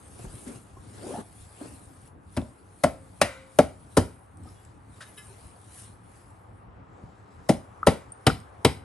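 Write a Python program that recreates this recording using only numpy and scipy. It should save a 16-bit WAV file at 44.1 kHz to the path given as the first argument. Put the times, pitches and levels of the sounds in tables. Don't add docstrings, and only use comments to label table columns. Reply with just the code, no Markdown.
import sys
import numpy as np
from scipy import signal
from scipy.fft import rfft, irfft, next_fast_len
from scipy.io import wavfile
from scipy.ndimage import uniform_filter1d, map_coordinates

SR = 44100
rng = np.random.default_rng(int(sys.argv[2]) if len(sys.argv) > 2 else 0)


def natural_amplitude(level_db):
    exponent = np.asarray(level_db, float) / 20
    return 10 ** exponent


def int16_out(signal):
    q = np.round(np.clip(np.atleast_2d(signal).T, -1, 1) * 32767)
    wavfile.write(sys.argv[1], SR, q.astype(np.int16))


N = 389830

# [f/Hz, level/dB per Hz]
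RUMBLE_SPECTRUM = [(12, -79.5), (20, -49), (43, -3.5), (108, 3.5), (146, -9), (183, -6), (239, -12.5),
                   (275, -8), (350, -17), (460, -52.5), (770, -120)]
# [f/Hz, level/dB per Hz]
WASH_SPECTRUM = [(210, -34.5), (350, -7.5), (439, -5.5), (600, -9), (771, -5), (1210, -8.5), (2730, -27.5),
                 (6410, -48.5), (7000, -65.5), (9100, -84), (15400, -120)]
# [t/s, level/dB]
WASH_LEVEL = [(0, -60.5), (.8, -63), (1.75, -61), (2.2, -63.5), (4.87, -61.5), (6.3, -60.5), (7.9, -58),
              (8.84, -56.5)]
# [f/Hz, T60/s]
ROOM_T60 = [(80, 0.29), (400, 0.29), (1500, 0.26), (5000, 0.29), (11000, 0.33)]
# [f/Hz, correlation/1]
CORRELATION = [(60, 1), (150, 0.84), (380, 0.37), (950, -0.26), (2380, 0.32), (5980, 0.67), (8500, 0.98),
               (15000, 0.77)]
# [f/Hz, level/dB]
PORT_BALANCE = [(60, 0.5), (180, 2), (550, 2), (1650, 2), (3000, 2.1), (4970, 6), (15000, -2.5)]
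# [f/Hz, phase/rad]
CASTING_LEAD = [(0, 0.5), (1550, 0.56), (2840, 0.95), (8000, 0.88), (9300, 1.4), (10200, 5.23),
                (11800, 4.9), (16200, 5.5)]

# [peak t/s, swell/s per 20 dB, fade/s per 20 dB, crisp level/dB,
# soft level/dB]
RUSTLE_SWELLS = [(.08, 0.45, 0.25, -63, -69), (.23, 0.14, 0.25, -62, -61), (.41, 0.25, 0.16, -58.5, -65.5),
                    (.482, 0.026, 0.036, -63, -56.5), (.555, 0.17, 0.094, -60.5, -63), (1.13, 0.49, 0.12, -59, -58),
                    (1.21, 0.27, 0.024, -60.5, -61.5), (1.41, 0.29, 0.21, -65, -66), (1.64, 0.16, 0.26, -75, -59.5),
                    (1.76, 0.63, 0.22, -62, -90), (2.075, 0.83, 0.049, -68, -70.5), (2.37, 0.13, 0.28, -62.5, -64),
                    (3.33, 0.073, 0.15, -96, -62),
                    (4.23, .3, 0.37, -78.5, -96), (4.48, 0.12, 0.3, -68, -67), (4.66, 0.21, 0.27, -85, -79),
                 (4.97, 0.14, 0.14, -65.5, -67.5), (5.015, 0.016, 0.39, -63.5, -66.5),
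                 (5.185, 0.028, 0.034, -53.5, -66), (5.25, 0.17, 0.52, -66, -65.5), (5.47, 0.19, 0.1, -68, -73.5),
                 (5.8, 0.19, 0.15, -54, -57.5), (6.168, 0.18, 0.35, -67, -69), (6.57, 0.22, 0.15, -86, -89.5),
                 (7, .3, 1.9, -86, -76), (7.921, 0.048, 0.11, -86, -61)]
# [peak t/s, swell/s per 20 dB, fade/s per 20 dB, level/dB]
RUBS = [(.198, 0.015, 0.028, -43.5), (.252, 0.023, 0.015, -42), (.35, 0.92, 0.27, -54),
        (.472, 0.027, 0.13, -44), (.546, 0.26, 0.061, -50), (1.03, 0.18, 0.14, -44),
        (1.155, 0.22, 0.065, -45), (1.212, 0.11, 0.011, -37.5), (1.62, 0.048, 0.13, -42),
        (1.83, 0.25, 0.17, -59.5), (7, 0.27, 0.2, -54)]
# [f/Hz, level/dB per Hz]
CRISP_SPECTRUM = [(4120, -47), (7000, -25.5), (8680, -6.5), (11000, -4), (11400, -13), (12600, -31.5),
                  (13700, -51.5), (14000, -74.5)]
# [f/Hz, level/dB per Hz]
SOFT_SPECTRUM = [(900, -47.5), (1500, 2.5), (2500, 2), (6500, -2), (8000, 2), (9000, -53.5)]
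# [f/Hz, level/dB per Hz]
RUB_SPECTRUM = [(59, -31), (100, -39), (146, -7), (247, 0), (433, -4.5), (1720, -20), (2000, -44),
                (2600, -35), (4400, -120)]

# [t/s, peak level/dB, f/Hz, T60/s]
KNOCKS = [(0.191, -36.5, 118, 0.1), (0.243, -27.5, 147, 0.041), (0.261, -28, 45.8, 0.086),
          (0.339, -29, 118, 0.053), (0.468, -37.5, 240, 0.2), (0.557, -37, 143, 0.07),
          (0.769, -39, 327, 0.038), (1.14, -35, 160, 0.044), (1.178, -31.5, 188, 0.049),
          (1.4, -30, 57, 0.042), (1.611, -34.5, 287, 0.081), (4.453, -43.5, 229, 0.16),
          (4.468, -44.5, 310, 0.094), (5.012, -48.5, 615, 0.095), (5.3, -48.5, 400, 0.16),
          (5.291, -43, 119, 0.13), (7.037, -26.5, 114, 0.024)]
# [t/s, peak level/dB, f/Hz]
TICKS = [(0.191, -43, 9900), (0.4788, -38.5, 8650), (2.0166, -52, 9800), (2.076, -49, 9800),
         (2.4164, -44.5, 3640), (4.372, -48.5, 8600), (4.4356, -48.5, 8250), (4.4894, -48, 5230),
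         (4.6505, -46.5, 7970), (5.6156, -49, 10700), (8.402, -44, 8600)]
# [t/s, peak level/dB, f/Hz]
TAPS = [
    (0.1914, -44, 700),
    (.249, -41, 880),
    (0.768, -42, 1040),
    (2.421, -31.5, 580),
    (3.2033, -41.5, 1090),
    (3.2035, -49.5, 2500),
    (4.455, -45.5, 745),
    (5.282, -47, 1010),
]
# [t/s, f/Hz, level/dB, length/s]
SQUEAKS = [
    (4.462, 1240, -51.5, 0.029),
    (4.535, 3330, -68, .11),
    (4.538, 2850, -72, .09),
]
# [t/s, ring level/dB, rise/s, scuff level/dB]
CLINKS = [
    (5.007, -67, 0.014, -43.5),
    (5.057, -57, 0.0044, -75),
    (5.173, -47, 0.0052, -61.5),
    (5.21, -67, 0.0034, -70),
]
# [f/Hz, level/dB, T60/s]
LOOSE_PART_MODES = [(423, -1, 0.1), (824, -12, .06), (1190, -10, .25), (1405, -15, .3), (1710, 0, 0.2),
                    (2070, 0, 0.14), (2191, -22, 0.24), (2590, -2, 0.12), (3020, -1, 0.15),
                    (3380, -14, .08), (3850, 5.5, 0.077), (4460, -15, .1), (5280, -8, 0.14)]
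# [f/Hz, level/dB per Hz]
SCUFF_SPECTRUM = [(530, -36), (900, -24), (1560, 0), (2260, -16), (2930, -13.5), (6980, -23.5),
                  (10900, -18.5), (12000, -46), (15600, -78), (22000, -120)]
# [t/s, from f/Hz, to f/Hz, level/dB, length/s]
SKID = (5.172, 3500, 2500, -50, .022)
# [t/s, f/Hz, level/dB]
SCRAPE_GLIDE = [
    (.97, 247, -66),
    (1.03, 303.3, -45.5),
    (1.075, 384.5, -38),
    (1.108, 513, -38.5),
    (1.155, 817, -36.5),
    (1.19, 956, -48.5),
    (1.22, 1080, -74),
]
# [t/s, level/dB]
SCRAPE_BITES = [
    (1.027, 2),
    (1.045, 0),
    (1.071, 0.5),
    (1.092, -5),
    (1.107, 3.5),
    (1.137, -1),
    (1.155, -0.5),
    (1.176, 2.5),
]

# [t/s, level/dB re slam]
EDGE_TOUCHES = [
    (2.3662, -4),
    (2.8362, -8),
    (3.2136, -14),
    (3.5873, -8),
    (3.9688, -6),
    (7.489, -8),
    (7.8665, -12),
    (8.2655, -14),
    (8.6472, -12),
]
# [t/s, cover peak/dB, board/dB re cover, shell/dB re cover, rim/dB re cover]
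BLOWS = [
    (2.37, -31.5, 10.5, -9, -0.5),
    (2.837, -8, -12, -12, -11),
    (3.2148, -14.5, -14, -9.5, -2.5),
    (3.587, -6, -12.5, -5.5, -13),
    (3.9711, -13.5, -3.5, -2.5, -4),
    (7.4912, -12, -6, -7, -11.5),
    (7.869, -7, -9, -3, -4),
    (8.2675, -17.5, -0.5, 3, -2),
    (8.648, -15, -4, 2.5, 0),
]
# [t/s, rib peak/dB, fins/dB re ribs, crack/dB re ribs, contact/ms]
CONTACTS = [
    (2.3715, -32, -7, -6.5, 0.99),
    (2.8384, -21.5, -7.5, -6, 4.2),
    (3.2141, -11.5, -10.5, -7, 1.13),
    (3.5874, -20.5, -4, -4, 2.47),
    (3.9709, -18, -6.5, -4.5, 1.5),
    (7.4939, -30, -8.5, 1, 2.2),
    (7.8695, -21, -8, -3.5, 1.8),
    (8.2656, -13.5, 1, -8, 0.79),
    (8.6472, -16.5, -1.5, -3.5, 1.66),
]
# [level/dB re slam, rib pitch ratio/1]
RATTLES = [
    (-23, 1.06),
    (-11.5, 0.85),
    (-18, 0.9),
    (-14, 1),
    (-11.5, 0.63),
    (-6, 1.42),
    (-8.5, 1.37),
    (-20, .95),
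    (-21, 1.54),
]
# [free ring/ms, residual/dB, cover pitch ratio/1, stand/dB, casting into room/dB]
GRIPS = [
    (7.7, -4.5, 1.054, 0.5, 5.5),
    (8.5, -11, 1.1, 0, 3),
    (4.8, -11, .97, 4, -0.5),
    (12, -9, 1.07, -1.5, -0.5),
    (5.5, -7, .97, 3, -1.5),
    (7.7, -6.5, 1.02, -2, 2),
    (4.8, -5.5, .96, -0.5, 0.5),
    (3.4, -6, 1.04, 5.5, -2.5),
    (4.6, -6.5, 1.1, 3.5, -1),
]
# [f/Hz, level/dB per Hz]
SLAP_SPECTRUM = [(2940, -14), (5000, -4.5), (7610, -8.5), (8450, -0.5), (10400, 2.5), (11800, -7.5),
                 (15000, -48.5), (16500, -62.5)]
# [f/Hz, level/dB, T60/s]
STAND_MODES = [(67.8, -4.5, 0.28), (84.7, 3, 0.13), (123.4, 8, 0.051)]
# [f/Hz, level/dB, T60/s]
BOARD_MODES = [(161, 2.5, 0.057), (204.4, -10.5, 0.13), (250.6, 0, 0.094), (315, -5, 0.083)]
# [f/Hz, level/dB, T60/s]
SHELL_MODES = [(399, -1.5, 0.031), (450.3, -1, 0.074), (506.4, -7.5, 0.092)]
# [f/Hz, level/dB, T60/s]
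COVER_MODES = [(577.3, -0.5, 0.055), (627.6, -5, 0.056), (700, -11, 0.076)]
# [f/Hz, level/dB, T60/s]
RIM_MODES = [(777.6, -3, 0.11), (883.5, -3.5, 0.083), (956, -2.5, 0.056), (1107, -10, 0.11),
             (1254, -10, 0.088), (1331, -7.5, 0.073)]
# [f/Hz, width/Hz, level/dB]
RIBS = [(1380, 380, 4.5), (1790, 370, 4), (2005, 300, 4.5), (2500, 203, 2.5), (2720, 570, -2)]
# [f/Hz, width/Hz, level/dB]
FINS = [(3010, 340, 2.5), (3344, 670, -0.5), (4020, 580, -1), (4380, 420, -1), (4540, 540, 0.5),
        (5370, 690, -9.5), (6630, 160, -18)]
# [f/Hz, width/Hz, level/dB]
GUARD = [(900, 220, -7), (1390, 150, -1.5), (1540, 100, -1.5), (2000, 170, -2), (2370, 150, -3.5),
         (2920, 200, -11), (3870, 250, -14.5)]
# [t/s, level/dB, T60/s]
SHIVERS = [
    (2.845, -52, 0.49),
    (3.222, -36.5, 0.57),
    (3.597, -46.5, 0.41),
    (3.98, -47, 0.43),
    (7.5, -52, .4),
    (7.878, -44, 0.49),
    (8.275, -47, 0.37),
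    (8.657, -43.5, 0.42),
]
# [t/s, f/Hz, level/dB, T60/s]
BLADE = [
    (2.84, 531, -39, 0.75),
    (3.3, 530, -41.5, 1),
]
# [t/s, peak level/dB, f/Hz, T60/s]
BOUNCES = [(2.8442, -2.5, 651, 0.022), (2.845, -15.5, 277, 0.051), (2.862, -22, 638, 0.036),
           (3.221, -17.5, 165, 0.031), (3.596, -16.5, 275, 0.062), (3.5943, -8.5, 651, 0.018),
           (3.9794, -9.5, 290, 0.025), (7.5003, -6, 236, 0.044), (7.879, -6, 152.4, 0.037),
           (8.2763, -12, 144, 0.039), (8.6581, -8.5, 146, 0.055)]
# [t/s, f/Hz, level/dB, T60/s]
SPARKS = [(2.838, 2000, -23.5, 0.037), (2.843, 10500, -41.5, 0.071), (3.2147, 2460, -16.5, 0.031),
          (3.217, 1920, -21, 0.024), (3.591, 10960, -34.5, 0.054), (3.971, 9600, -22, .07),
          (3.604, 757, -16, 0.027), (7.506, 780, -21, 0.028), (7.492, 1970, -27, 0.026),
          (8.272, 740, -16, .04), (3.2145, 820, -20, 0.034), (7.885, 1950, -24, .03),
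          (3.9705, 1400, -23, 0.018), (7.83, 1240, -19, .03), (8.266, 2900, -14, 0.018),
          (8.3, 1350, -19.5, 0.025), (8.12, 8850, -30, 0.029), (8.65, 3770, -10, 0.019),
          (8.66, 9800, -32, .04)]

TWIN_RATIO = 1.04


def unit(x):
    return x / np.sqrt(np.mean(x ** 2) + 1e-20)


def along(points, hz):
    f, v = np.transpose(points)
    return np.interp(np.log(hz + 1), np.log(f + 1), v)


def curves(rows, silent=None):
    s, *cols = np.transpose(rows)
    return [np.interp(np.arange(N) / SR, s, c, silent, silent) for c in cols]


def wobble(rate_hz):
    knots = rng.standard_normal(int(N * rate_hz / SR) + 4)
    return map_coordinates(knots, [np.arange(N) * rate_hz / SR])


def filtered(x, response):
    n = x.shape[-1]
    m = next_fast_len(n + SR // 4)
    return irfft(rfft(x, m) * response(np.fft.rfftfreq(m, 1 / SR)), m)[..., :n]


def noise(spectrum, count):
    return unit(filtered(rng.standard_normal(count), lambda hz: natural_amplitude(along(spectrum, hz))))


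def rush(spectrum, patchy_db):
    z = signal.stft(rng.standard_normal((2, N + SR)), nperseg=512)[2]
    field = uniform_filter1d(rng.standard_normal(z.shape[1:]), size=6, axis=0)
    field = uniform_filter1d(field, size=10, axis=1)
    pair = signal.istft(z * natural_amplitude(patchy_db * unit(field)), nperseg=512)[1][:, :N]

    def mid_side(hz):
        turn = np.arccos(np.clip(along(CORRELATION, hz), -1, 1)) / 2
        return natural_amplitude(along(spectrum, hz)) * [np.cos(turn), np.sin(turn)]

    mid, side = filtered(pair, mid_side)
    return unit(np.array([mid + side, mid - side]))


def even(bursts):
    z = rfft(bursts)
    smooth = uniform_filter1d(np.abs(z) ** 2, size=150, axis=-1)
    count = bursts.shape[-1]
    flat = irfft(z * np.sqrt(smooth.mean(axis=-1, keepdims=True) / smooth), count)
    return flat * (np.arange(count) < count * 3 // 4)


def resonances(peaks):
    def response(f):
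        total = 0
        for k, (c, w, db) in enumerate(peaks):
            total = total + (-1) ** k * natural_amplitude(db) * 1j * f * w / (c * c - f * f + 1j * f * w)
        return total
    return response


def ring(modes, t, rise_s, spread_db):
    hz, db, t60 = np.transpose(modes)[..., None]
    level_luck, pitch_luck, phase_luck = rng.standard_normal((3, len(modes), 1))
    knots = rng.standard_normal((len(modes), 100))
    flutter = np.array([np.interp(90 * t, np.arange(len(k)), k) for k in knots])
    flutter = 0.99 * flutter * (1 - np.exp(-t / 0.015))
    phase = 2 * np.pi * hz * (1 + 0.01 * pitch_luck) * t + 0.28 * phase_luck + flutter
    sines = natural_amplitude(db + spread_db * level_luck - 60 * t / t60) * np.sin(phase)
    return sines.sum(axis=0) * (1 - np.exp(-t / rise_s)) ** 2


def add(track, s, sound):
    part = track[..., round(s * SR):][..., :sound.shape[-1]]
    part += sound[..., :part.shape[-1]]


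def strokes(rows):
    t = np.arange(0, N + 64, 64) / SR
    s, swell, fade, *levels = np.transpose(rows)[..., None]
    away = np.where(t < s, (s - t) / swell, (t - s) / fade)
    drop_db = 20 * away ** 1.05
    return [np.interp(np.arange(N) / SR, t, natural_amplitude(db - drop_db).sum(axis=0)) for db in levels]


def lead(x, radians):
    return filtered(x, lambda hz: np.exp(np.outer([.5j, -.5j], radians(hz))))


def shop(x):
    hz, t, z = signal.stft(rng.standard_normal((2, SR // 2)), SR, nperseg=256)
    decay = natural_amplitude(-60 * t / along(ROOM_T60, hz)[:, None])
    mid, side = signal.istft(z * decay, SR, nperseg=256)[1]
    tail = np.array([mid + 0.33 * side, mid - 0.63 * side]) / np.linalg.norm(mid)
    return signal.fftconvolve(np.pad(x, (SR // 200, 0))[None], tail, axes=1)


def rumble():
    return natural_amplitude(-50 + 0.29 * wobble(0.91) + 1.1 * wobble(4.7)) * rush(RUMBLE_SPECTRUM, patchy_db=2.0)


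def outdoor_wash():
    level_db = curves(WASH_LEVEL)[0] + 4.5 + 0.21 * wobble(3.8)
    return natural_amplitude(level_db) * rush(WASH_SPECTRUM, patchy_db=1.16)


def cloth():
    swing_s, recoil_s = 0.27, 0.35
    side_db, front_db = (-65.5, -68.5), (-77, -76.5)
    swings = [(s, swing_s, recoil_s, *(side_db if s < 5 else front_db)) for s, *_ in BLOWS[1:]]
    crisp, soft = strokes(RUSTLE_SWELLS + swings)
    grain = unit(natural_amplitude(0.46 * wobble(40) + 1.1 * wobble(400)))
    hiss = natural_amplitude(6.0) * crisp * rush(CRISP_SPECTRUM, patchy_db=3.5)
    hiss = hiss + natural_amplitude(3.5) * soft * rush(SOFT_SPECTRUM, patchy_db=2.5)
    rub, = strokes(RUBS)
    rubbing = natural_amplitude(-1.5 + 2.2 * wobble(59.86)) * rub * rush(RUB_SPECTRUM, patchy_db=0.0)
    return grain * hiss + rubbing


def handling():
    track, t = np.zeros(N), np.arange(SR // 3) / SR
    for s, db, hz, t60 in KNOCKS:
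        modes = [(hz, 2, t60), (2.32 * hz, -8, .5 * t60), (3.77 * hz, -14, 0.56 * t60)]
        add(track, s, natural_amplitude(db) * ring(modes, t, 0.001, spread_db=3.0))
    for s, db, hz in TICKS:
        tick = np.sin(2 * np.pi * hz * t) + 0.44 * rng.standard_normal(len(t))
        add(track, s, natural_amplitude(db - 60 * t / 0.013) * tick)
    for s, db, hz in TAPS:
        add(track, s, natural_amplitude(db) * ring([(hz, 0, .04), (0.41 * hz, -4, .04)], t, 0.00076, spread_db=-1.0))
    for s, hz, db, length_s in SQUEAKS:
        swell = np.sin(np.pi * np.clip(t / length_s, 0, 1))
        add(track, s, swell * ring([(hz, db, 3), (TWIN_RATIO * hz, db - 12, 3)], t, .005, spread_db=1))
    for s, ring_db, rise_s, scuff_db in CLINKS:
        scuff = natural_amplitude(scuff_db) * noise(SCUFF_SPECTRUM, count=len(t)) / (1 + (t / 0.027) ** 6)
        add(track, s, natural_amplitude(ring_db) * ring(LOOSE_PART_MODES, t, rise_s, spread_db=1.5) + scuff)
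    return track


def skid():
    s, from_hz, to_hz, db, length_s = SKID
    u = np.clip((np.arange(N) / SR - s) / length_s, 0, 1)
    hz = from_hz * (to_hz / from_hz) ** u * (1 + 0.085 * wobble(300))
    return natural_amplitude(db) * np.sin(np.pi * u) * np.sin(2 * np.pi * np.cumsum(hz) / SR)


def scrape():
    hz, db = curves(SCRAPE_GLIDE)[0], curves(SCRAPE_GLIDE, silent=-120)[1]
    t = np.arange(N) / SR
    sliding_db, bite_s = -6, 0.0077
    bite = natural_amplitude(sliding_db) + sum(natural_amplitude(d) * np.exp(-((t - s) / bite_s) ** 2) for s, d in SCRAPE_BITES)
    phase = 2 * np.pi * np.cumsum(hz * (1 + 0.13 * wobble(190))) / SR
    tone = np.sin(phase) + natural_amplitude(-3.0) * (300 / hz) ** 2 * np.sin(2 * phase)
    return natural_amplitude(db + 0.5 + 1.5 * wobble(70.2)) * bite * tone


def edge_scuffs():
    track, t = np.zeros(N), np.arange(SR // 20) / SR
    for (s, db), (_, rib_db, _, crack_db, _) in zip(EDGE_TOUCHES, CONTACTS):
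        scuff = filtered(rng.standard_normal(len(t)), resonances(RIBS + FINS))
        scuff = scuff + natural_amplitude(crack_db) * noise(SLAP_SPECTRUM, count=len(t))
        rim = natural_amplitude(-2.5) * ring(RIM_MODES, t, 0.00068, spread_db=3.5)
        add(track, s, natural_amplitude(rib_db + db + 6.5 - 60 * t / 0.029) * (scuff + rim))
    return track


def rebounds():
    track, t = np.zeros(N), np.arange(SR // 8) / SR
    for s, db, hz, t60 in BOUNCES:
        modes = [(hz, 2.5, t60), (2.2 * hz, -9, 0.72 * t60)]
        add(track, s, natural_amplitude(db) * ring(modes, t, 0.00074, spread_db=0))
    for s, hz, db, t60 in SPARKS:
        modes = [(hz, db, t60), (TWIN_RATIO * hz, db - 2, t60)]
        add(track, s, ring(modes, t, 0.00063, spread_db=1.6))
    return track + natural_amplitude(-15.5) * shop(track)[:, :N]


def sympathetic():
    track, t = np.zeros((2, N)), np.arange(SR // 2) / SR
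    for s, db, t60 in SHIVERS:
        mid, side = unit(filtered(rng.standard_normal((2, len(t))), resonances(GUARD)))
        envelope = natural_amplitude(db - 60 * t / t60) * (1 - np.exp(-t / .006))
        add(track, s, envelope * (mid + np.outer([.3, -.3], side)))
    for s, hz, db, t60 in BLADE:
        envelope = natural_amplitude(db - 60 * t / t60) * (1 - np.exp(-t / .05)) * (1 - 2 * t)
        add(track, s, np.sin(2 * np.pi * hz * t) * envelope)
    return track


def bench(t, board_db, stand_db):
    board = natural_amplitude(board_db + 4.5) * ring(BOARD_MODES, t, 0.0041, spread_db=0.37)
    return board + natural_amplitude(board_db + stand_db) * ring(STAND_MODES, t, 0.0041, spread_db=0.37)


def casting(t, contact_s, shell_db, rim_db, bend, held_ms, left_db):
    cover = natural_amplitude(5.0) * ring(np.multiply(COVER_MODES, [bend, 1, 1]), t, contact_s, spread_db=0.37)
    shell = natural_amplitude(shell_db + 5.0) * ring(SHELL_MODES, t, contact_s, spread_db=0.37)
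    rim = natural_amplitude(rim_db - 1.0) * ring(RIM_MODES, t, .5 * contact_s, spread_db=0.37)
    choke = natural_amplitude(left_db * (1 - 1 / (1 + (1000 * t / held_ms) ** 6)))
    return choke * (cover + shell + rim)


def chatter(t, fin_db, crack_db, rattle_db, pitch):
    slam = natural_amplitude(-60 * t / 0.038)
    rattle = natural_amplitude(rattle_db - 60 * t / 0.15)
    fade = (1 - np.exp(-t / 0.0002)) * (slam + rattle)
    on_ribs, on_fins = even(fade * rng.standard_normal((2, len(t))))
    ribs = natural_amplitude(5.5) * filtered(on_ribs, resonances(np.multiply(RIBS, [pitch, pitch, 1])))
    fins = natural_amplitude(fin_db + 5.0) * filtered(on_fins, resonances(FINS))
    return ribs + fins + natural_amplitude(crack_db - 2.0) * fade * noise(SLAP_SPECTRUM, count=len(t))


def bass_thinned(x):
    return filtered(x, lambda hz: (1j * hz / (58 + 1j * hz)) ** 3)


def mallet():
    track, t = np.zeros((2, N)), np.arange(SR // 2) / SR
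    for blow, contact, rattle, grip in zip(BLOWS, CONTACTS, RATTLES, GRIPS):
        s, db, board_db, shell_db, rim_db = blow
        _, rib_db, fin_db, crack_db, contact_ms = contact
        held_ms, left_db, bend, stand_db, room_db = grip
        metal = natural_amplitude(db + 6.0) * casting(t, contact_ms / 1000, shell_db, rim_db, bend, held_ms, left_db)
        rest = natural_amplitude(db + 5.5) * bench(t, board_db, stand_db)
        rest = rest + natural_amplitude(rib_db + 4.5) * chatter(t, fin_db, crack_db, *rattle)
        to_room = natural_amplitude(room_db + 6.0 - 60 * t / 0.04) * metal + rest
        add(track, s + .0004, bass_thinned(metal + rest))
        add(track, s, natural_amplitude(-13.0) * shop(bass_thinned(to_room)))
    return track + sympathetic() + rebounds()


def scene():
    near = handling() + scrape() + skid()
    around = near + natural_amplitude(-8.5) * shop(near)[:, :N] + cloth() + rumble() + outdoor_wash()
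    struck = mallet() + edge_scuffs()

    def struck_lead(hz):
        return along(CASTING_LEAD, hz) * np.clip(hz / 1000, 0, 1)

    def around_lead(hz):
        return 2 * np.pi * hz / SR / (1 + (hz / 4965) ** 4)

    return lead(struck, struck_lead) + lead(around, around_lead)


def low_pass(x):
    return signal.sosfilt(signal.butter(12, 16650, fs=SR, output="sos"), x)


def record(dry):
    low_hz, top_hz, gap_hz, gap_width_hz = 40.5, 12200, 10280, 190

    def response(hz):
        ports = natural_amplitude(np.outer([.5, -.5], along(PORT_BALANCE, hz)))
        gap = 1 - np.exp(-((hz - gap_hz) / gap_width_hz) ** 4)
        bass = (1j * hz / (low_hz + 1j * hz)) ** 2
        return ports * gap * bass / (1 + (hz / top_hz) ** 16)

    x = filtered(dry, response)
    mix = x / (1 + np.abs(x / .95) ** 4) ** (1 / 4)
    return low_pass(mix)


dry = scene()
out = record(dry)
int16_out(out)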